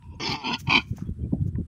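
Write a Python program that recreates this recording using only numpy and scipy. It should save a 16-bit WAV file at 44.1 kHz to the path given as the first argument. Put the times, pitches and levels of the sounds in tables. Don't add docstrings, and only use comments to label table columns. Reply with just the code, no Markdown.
import sys
import numpy as np
from scipy import signal
from scipy.fft import rfft, irfft, next_fast_len
from scipy.io import wavfile
from scipy.ndimage import uniform_filter1d, map_coordinates

SR = 44100
rng = np.random.default_rng(int(sys.argv[2]) if len(sys.argv) > 2 else 0)


def inscribe(sig):
    pcm = np.round(np.clip(np.atleast_2d(sig).T, -1, 1) * 32767)
    wavfile.write(sys.argv[1], SR, pcm.astype(np.int16))


N = 79380
T = np.arange(N) / SR
FFT_SIZE = next_fast_len(N + 8192, True)
HZ = np.fft.rfftfreq(FFT_SIZE, 1 / SR)


def grunts():
    # (time [s], pitch [Hz], roughness [0-1])
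    folds = [(0, 134.5, .7), (.2, 139.4, 0.7), (.3, 136.1, 1), (.355, 145.8, 0.47), (.38, 146.5, 0.34),
             (.42, 139.7, 0.37), (.45, 126.5, 0.47), (.52, 132, 0.7), (.565, 129.9, .4), (.68, 108.4, 0.53),
             (.76, 106.4, 0.67), (.82, 102.9, 0.57)]
    # (time [s], level [dB])
    throat_levels = [(.18, -81), (.196, -65), (.2, -35.5), (.27, -32.5), (.352, -31.5), (.375, -52),
                     (.425, -47.5), (.45, -31), (.515, -28), (.552, -30.5), (.568, -46), (.6, -83),
                     (.66, -66), (.675, -39.5), (.71, -25.5), (.752, -23.5), (.78, -23.5), (.8, -39),
                     (.82, -51.5), (.86, -64)]
    rasp_levels = [(.18, -90), (.197, -68), (.199, -38), (.26, -30), (.298, -33), (.31, -25.5),
                   (.335, -33.5), (.357, -35), (.38, -47.5), (.438, -46.5), (.447, -33.5), (.476, -30),
                   (.524, -33), (.542, -26), (.555, -32.5), (.575, -55.5), (.66, -77), (.672, -47),
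                   (.675, -29.5), (.682, -43), (.692, -41), (.696, -25), (.71, -18.5), (.732, -20.5),
                   (.757, -17), (.781, -19), (.786, -25), (.801, -34), (.816, -41), (.835, -59.5),
                   (.95, -76), (1.1, -100)]
    # (frequency [Hz], width [Hz], level [dB])
    low_1 = [(297, 231, 9), (720, 170, -7.5), (890, 173, 8), (1123, 210, 1.5), (1460, 440, -9)]
    low_2 = [(246, 121, -0.5), (398, 105, -10), (705, 84, -11.5), (922, 144, 0.5), (1083, 150, -10.5),
             (1417, 260, -21)]
    low_3 = [(240, 60, -1.5), (326, 140, -7), (702, 140, -15.5), (973, 150, -1), (1122, 33, -11.5),
             (1259, 50, -9), (1463, 140, -19.5)]
    high_1 = [(1812, 51, -9.5), (2260, 336, -4.5), (2670, 130, -5), (3195, 630, -7.5), (4600, 320, -5),
              (5210, 420, -9.5), (5950, 320, -17), (6610, 440, -24)]
    high_2 = [(2110, 440, -14.5), (2607, 314, -2.5), (3178, 350, -3), (4265, 400, -13), (4370, 230, -14),
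              (4830, 500, -14), (6060, 330, -21), (7000, 84, -29)]
    high_3 = [(2030, 150, -16.5), (2413, 272, 1.5), (2840, 300, -13), (3126, 180, -2.5), (3400, 160, -16),
              (4013, 280, -13.5), (4627, 510, -13.5), (5585, 440, -24.5), (6400, 450, -30),
              (7180, 890, -47.5)]
    top = [(8210, 900, -52), (9964, 620, -50)]
    pitch, rough = curves(folds)
    puffs, bursts = fold_puffs(pitch, rough)
    throat = mouth(breath(puffs, bursts, noise_share=0.46 * rough), [low_1, low_2, low_3])
    throat *= amp(curves(throat_levels)[0])
    rasp_shapes = [list(rows) + list(top) for rows in (high_1, high_2, high_3)]
    rasp = mouth(breath(puffs, bursts, noise_share=1.5 * rough), rasp_shapes)
    flutter_db = 2.5 * rough * wobble(125.3)
    rasp *= amp(curves(rasp_levels)[0] + flutter_db)
    fade_out = np.clip((.95 - T) / 0.16, 0, 1)
    return (throat + whistle()) * fade_out + rasp


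def fold_puffs(pitch, rough):
    starts = np.flatnonzero(np.diff(np.floor(np.cumsum(pitch) / SR)))
    chance = rng.standard_normal((len(starts), 2))
    slip = chance[:, 0] * .14 * rough[starts] * SR / pitch[starts]
    strength_db = 2 * rough[starts] * chance[:, 1]
    puffs = np.bincount(np.clip(starts + slip, 0, N - 1).astype(int), amp(strength_db), N)
    bursts = signal.lfilter([1], [1, -np.exp(-0.98 * pitch.mean() / SR)], puffs)
    return puffs, bursts


def breath(puffs, bursts, noise_share):
    share = np.clip(noise_share, 0, 1)
    hiss = unit(bursts * rng.standard_normal(N))
    return close_echoes(np.sqrt(1 - share) * unit(puffs) + np.sqrt(share) * hiss)


def mouth(source, shapes):
    changes = [0.414, .63]
    shape_now = sum(np.clip((T - s) / 0.045 + .5, 0, 1) for s in changes)
    out = np.zeros(N)
    for k, rows in enumerate(shapes):
        weight = np.clip(1 - np.abs(shape_now - k), 0, 1)
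        out += weight * unit(filtered(source, resonances(rows)))
    return steady(out)


def whistle():
    # (time [s], pitch [Hz], level [dB])
    path = [(.41, 1340, -89), (.445, 1350, -43), (.49, 1410, -53.5), (.53, 1452, -40), (.575, 1426, -49.5),
            (.61, 1400, -96.5), (.68, 1392, -71), (.76, 1495, -43.5), (.8, 1425, -44), (.84, 1410, -77.5)]
    hz, db = curves(path)
    level = np.sqrt(2) * amp(db + 3.4 * wobble(120))
    cycles = np.cumsum(hz * (1 + 0.0031 * wobble(150))) / SR
    return level * np.sin(2 * np.pi * cycles)


def moan():
    # (time [s], pitch [Hz], level [dB])
    path = [(.29, 149.6, -55), (.345, 149.9, -38.5), (.38, 146.6, -39), (.405, 144.6, -44),
            (.425, 137, -42.5), (.45, 132, -53), (.48, 131, -74)]
    harmonics = [-14.5, -7.5, -18, -45, -16, -3, -10.5, -15, -23, -29]
    hz, db = curves(path)
    cycles = np.cumsum(hz) / SR
    tone = sum(amp(level) * np.sin(2 * np.pi * (k * cycles + rng.random()))
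               for k, level in enumerate(harmonics, 1))
    return unit(tone) * amp(db) * (T > path[0][0]) * (T < path[-1][0])


def squeal(width_hz=950):
    # (time [s], frequency [Hz], level [dB])
    path = [(.197, 6000, -58), (.2, 6000, -52), (.222, 5900, -42), (.24, 5250, -40.5), (.26, 4510, -31),
            (.29, 4420, -42), (.325, 4460, -30.5), (.36, 4250, -73), (.38, 4350, -78)]
    hz, db = curves(path)
    band = wobble(width_hz) + 1j * wobble(width_hz)
    hiss = np.real(band * np.exp(2j * np.pi * np.cumsum(hz) / SR))
    return steady(hiss) * amp(db) * (T > path[0][0]) * (T < path[-1][0])


def whine():
    # (time [s], level [dB])
    levels = [(0, -75), (.04, -55.5), (.09, -65.5), (.135, -55.5), (.19, -63.5), (.23, -90)]
    # (frequency [Hz], width [Hz], level [dB])
    rings = [(950, 89, 1), (2600, 300, -17), (3320, 480, -28), (4850, 290, -31), (5500, 300, -34)]
    return steady(noise(resonances(rings))) * amp(curves(levels)[0])


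def body():
    # (frequency [Hz], relative level [dB])
    ground = [(20, -20), (45, -15), (75, 7), (150, -2), (230, -8.5), (350, -21), (500, -40.5), (750, -50.5),
              (1400, -61), (4000, -89)]
    # (time [s], level [dB])
    rumble = [(0, -56), (.09, -39.5), (.25, -47), (.33, -36.5), (.42, -56), (.56, -51), (.6, -41),
              (.75, -36), (.82, -40.5), (.97, -43), (1.08, -34), (1.15, -44), (1.24, -28), (1.31, -32.5),
              (1.45, -32), (1.52, -35), (1.6, -25.5), (1.665, -45)]
    # (time [s], level [dB], pitch [Hz])
    thumps = [(0.101, -38, 69), (0.161, -34.5, 79.5), (0.296, -22, 136), (0.686, -16.5, 138),
              (0.915, -18, 107), (0.932, -25, 188), (1.025, -21.5, 156.4), (1.093, -20.5, 178.4),
              (1.114, -23.5, 70), (1.238, -23, 165), (1.254, -22.5, 127.7), (1.335, -13, 171),
              (1.35, -23, 155), (1.411, -18.5, 130), (1.423, -14.5, 107), (1.464, -17, 143.5),
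              (1.486, -20.5, 111), (1.555, -22, 133), (1.587, -21.5, 188.5), (1.609, -29, 130)]
    rise_cycles, fall_cycles = 0.44, 0.58
    out = steady(noise(colour(ground))) * amp(curves(rumble)[0] + 1.5 * wobble(30))
    for s, db, hz in thumps:
        cycles = (T - s) * hz
        bump = np.exp(-.5 * (cycles / np.where(cycles < 0, rise_cycles, fall_cycles)) ** 2)
        overtone = amp(-13) * bump ** 2 * np.cos(2 * np.pi * (1.91 * cycles + rng.random()))
        out += amp(db) * (bump * np.cos(2 * np.pi * cycles) + overtone)
    return out


def hide_drags():
    # (time [s], width [s], level [dB])
    rubs = [(.14, 0.014, -49), (0.934, 0.0099, -43), (1.1, .022, -55), (1.201, 0.011, -45),
            (1.255, 0.028, -41.5), (1.335, 0.0089, -24), (1.365, 0.014, -45.5), (1.474, 0.026, -47),
            (1.595, 0.023, -43)]
    # (frequency [Hz], relative level [dB])
    tone = [(120, -19.5), (260, 3.5), (380, 0), (520, -10), (700, -28), (1100, -50.5), (2000, -73.5)]
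    return steady(noise(colour(tone))) * sum(amp(db) * swell(s, width) for s, width, db in rubs)


def sand_swishes():
    # (time [s], width [s], level [dB], treble tilt [dB per octave])
    swishes = [(.298, 0.01, -55.5, 0), (.33, 0.015, -53, 2.5), (0.603, 0.015, -44.5, 0.5),
               (.645, 0.024, -65, 4), (.755, 0.076, -52.5, -6), (.895, 0.028, -63.5, 2),
               (.973, 0.0054, -52, 2), (.988, 0.041, -58.5, -4.5), (1.06, 0.034, -56.5, -13.5),
               (1.479, .012, -64, 2)]
    # (frequency [Hz], relative level [dB])
    tone = [(300, -25), (900, -10), (2500, -3), (4200, -7.5), (6300, 5), (8000, -9), (10000, -7),
            (11500, -11.5), (14500, -4.5), (16000, -10)]
    out = np.zeros(N)
    for s, width, db, tilt in swishes:
        hiss = noise(colour(tone) * amp(tilt * np.log2(HZ / 4000 + 0.037)))
        grains = unit(hiss * amp(2.5 * wobble(900)))
        out += grains * amp(db) * swell(s, width)
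    return out


def knocks():
    # (time [s], level [dB], frequency [Hz], width [octaves], decay [s])
    hits = [(0.024, -49.5, 1900, 0.69, 0.0013), (.982, -43, 782, 0.71, 0.0069),
            (1.005, -55, 1300, 0.26, 0.031), (1.321, -50, 896, .2, 0.0065),
            (1.333, -36.5, 640, 0.24, 0.011), (1.39, -65, 787, 0.055, 0.036),
            (1.412, -66, 2780, 0.585, 0.0078), (1.554, -47.5, 1680, 0.34, 0.0038),
            (1.555, -51, 997, 0.089, 0.0083)]
    out = np.zeros(N)
    for s, db, hz, octaves, decay in hits:
        band = np.exp(-.5 * (np.log2((HZ + 1) / hz) / octaves) ** 2)
        rise = np.clip((T - s) / decay * 5, 0, 1)
        out += noise(band) * amp(db) * rise * np.exp(-np.abs(T - s) / decay)
    return out


def sand_ticks():
    # (time [s], level [dB])
    grains = [(1.038, -67), (1.06, -64), (1.07, -66), (1.088, -68.5), (1.1, -60.5), (1.14, -71.5),
              (1.337, -60.5), (1.432, -63.5)]
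    return noise(HZ > 3000) * sum(amp(db) * swell(s, width_s=0.00068) for s, db in grains)


def far_chirps():
    # (time [s], width [s], pitch [Hz], level [dB])
    chirps = [(0.155, 0.0052, 6460, -64), (1.072, 0.015, 3320, -65), (1.225, 0.0076, 3160, -68.5),
              (1.246, .014, 2370, -67.5)]
    return sum(amp(db) * swell(s, width) * np.sin(2 * np.pi * hz * T + .5 * wobble(300))
               for s, width, hz, db in chirps)


def open_air():
    # (frequency [Hz], relative level [dB])
    tone = [(30, 1), (300, -6), (900, -7), (1450, -2.5), (2200, -10.5), (3200, -10), (4500, -15.5),
            (7000, -17), (8200, -8.5), (9200, -17.5), (10200, -9), (11500, -26), (16000, -24.5)]
    return amp(-74 + 1.5 * wobble(15)) * noise(colour(tone))


def close_echoes(x, decay_s=0.0061):
    tails = rng.standard_normal((3, 2000)) * np.exp(-T[:2000] / decay_s)
    echoes = signal.fftconvolve(x[None], tails / np.linalg.norm(tails[0]), axes=1)[:, :N]
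    return x + amp(-0.5) * unit(sum(echo * wobble(24.81) for echo in echoes))


def resonances(rows):
    power = sum(amp(db) ** 2 / (1 + np.abs(2 * (HZ - hz) / width) ** 5) for hz, width, db in rows)
    cepstrum = irfft(np.log(power + 1e-10) / 2, FFT_SIZE)
    cepstrum[1:FFT_SIZE // 2] *= 2
    cepstrum[FFT_SIZE // 2 + 1:] = 0
    return np.exp(rfft(cepstrum))


def amp(db):
    return 10 ** (np.asarray(db) / 20)


def unit(x):
    return x / np.sqrt(np.mean(x ** 2) + 1e-20)


def steady(x):
    power = uniform_filter1d(uniform_filter1d(x ** 2, size=700), size=500)
    return x / np.sqrt(np.abs(power) + 1e-12)


def curves(rows):
    times, *columns = np.transpose(rows)
    return [np.interp(T, times, column) for column in columns]


def swell(peak_s, width_s):
    return np.exp(-((T - peak_s) / width_s) ** 2)


def wobble(rate):
    return map_coordinates(rng.standard_normal(2000), [T * rate], mode="wrap")


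def colour(points):
    hz, db = np.transpose(points)
    return amp(np.interp(np.log(HZ + 1), np.log(hz), db))


def filtered(x, gain):
    return irfft(rfft(x, FFT_SIZE) * gain, FFT_SIZE)[:N]


def noise(gain):
    return unit(filtered(rng.standard_normal(N), gain))


def scene():
    voice = whine() + grunts() + moan() + squeal()
    rolling = body() + sand_swishes() + knocks() + hide_drags() + sand_ticks()
    return (voice + rolling + far_chirps() + open_air())[None]


def record(dry):
    end_s, top_hz = 1.669, 15700
    fade_out = np.clip((end_s - T) / 0.0047, 0, 1)
    return filtered(dry[0] * fade_out, HZ < top_hz)[None]


dry = scene()
out = record(dry)
inscribe(out)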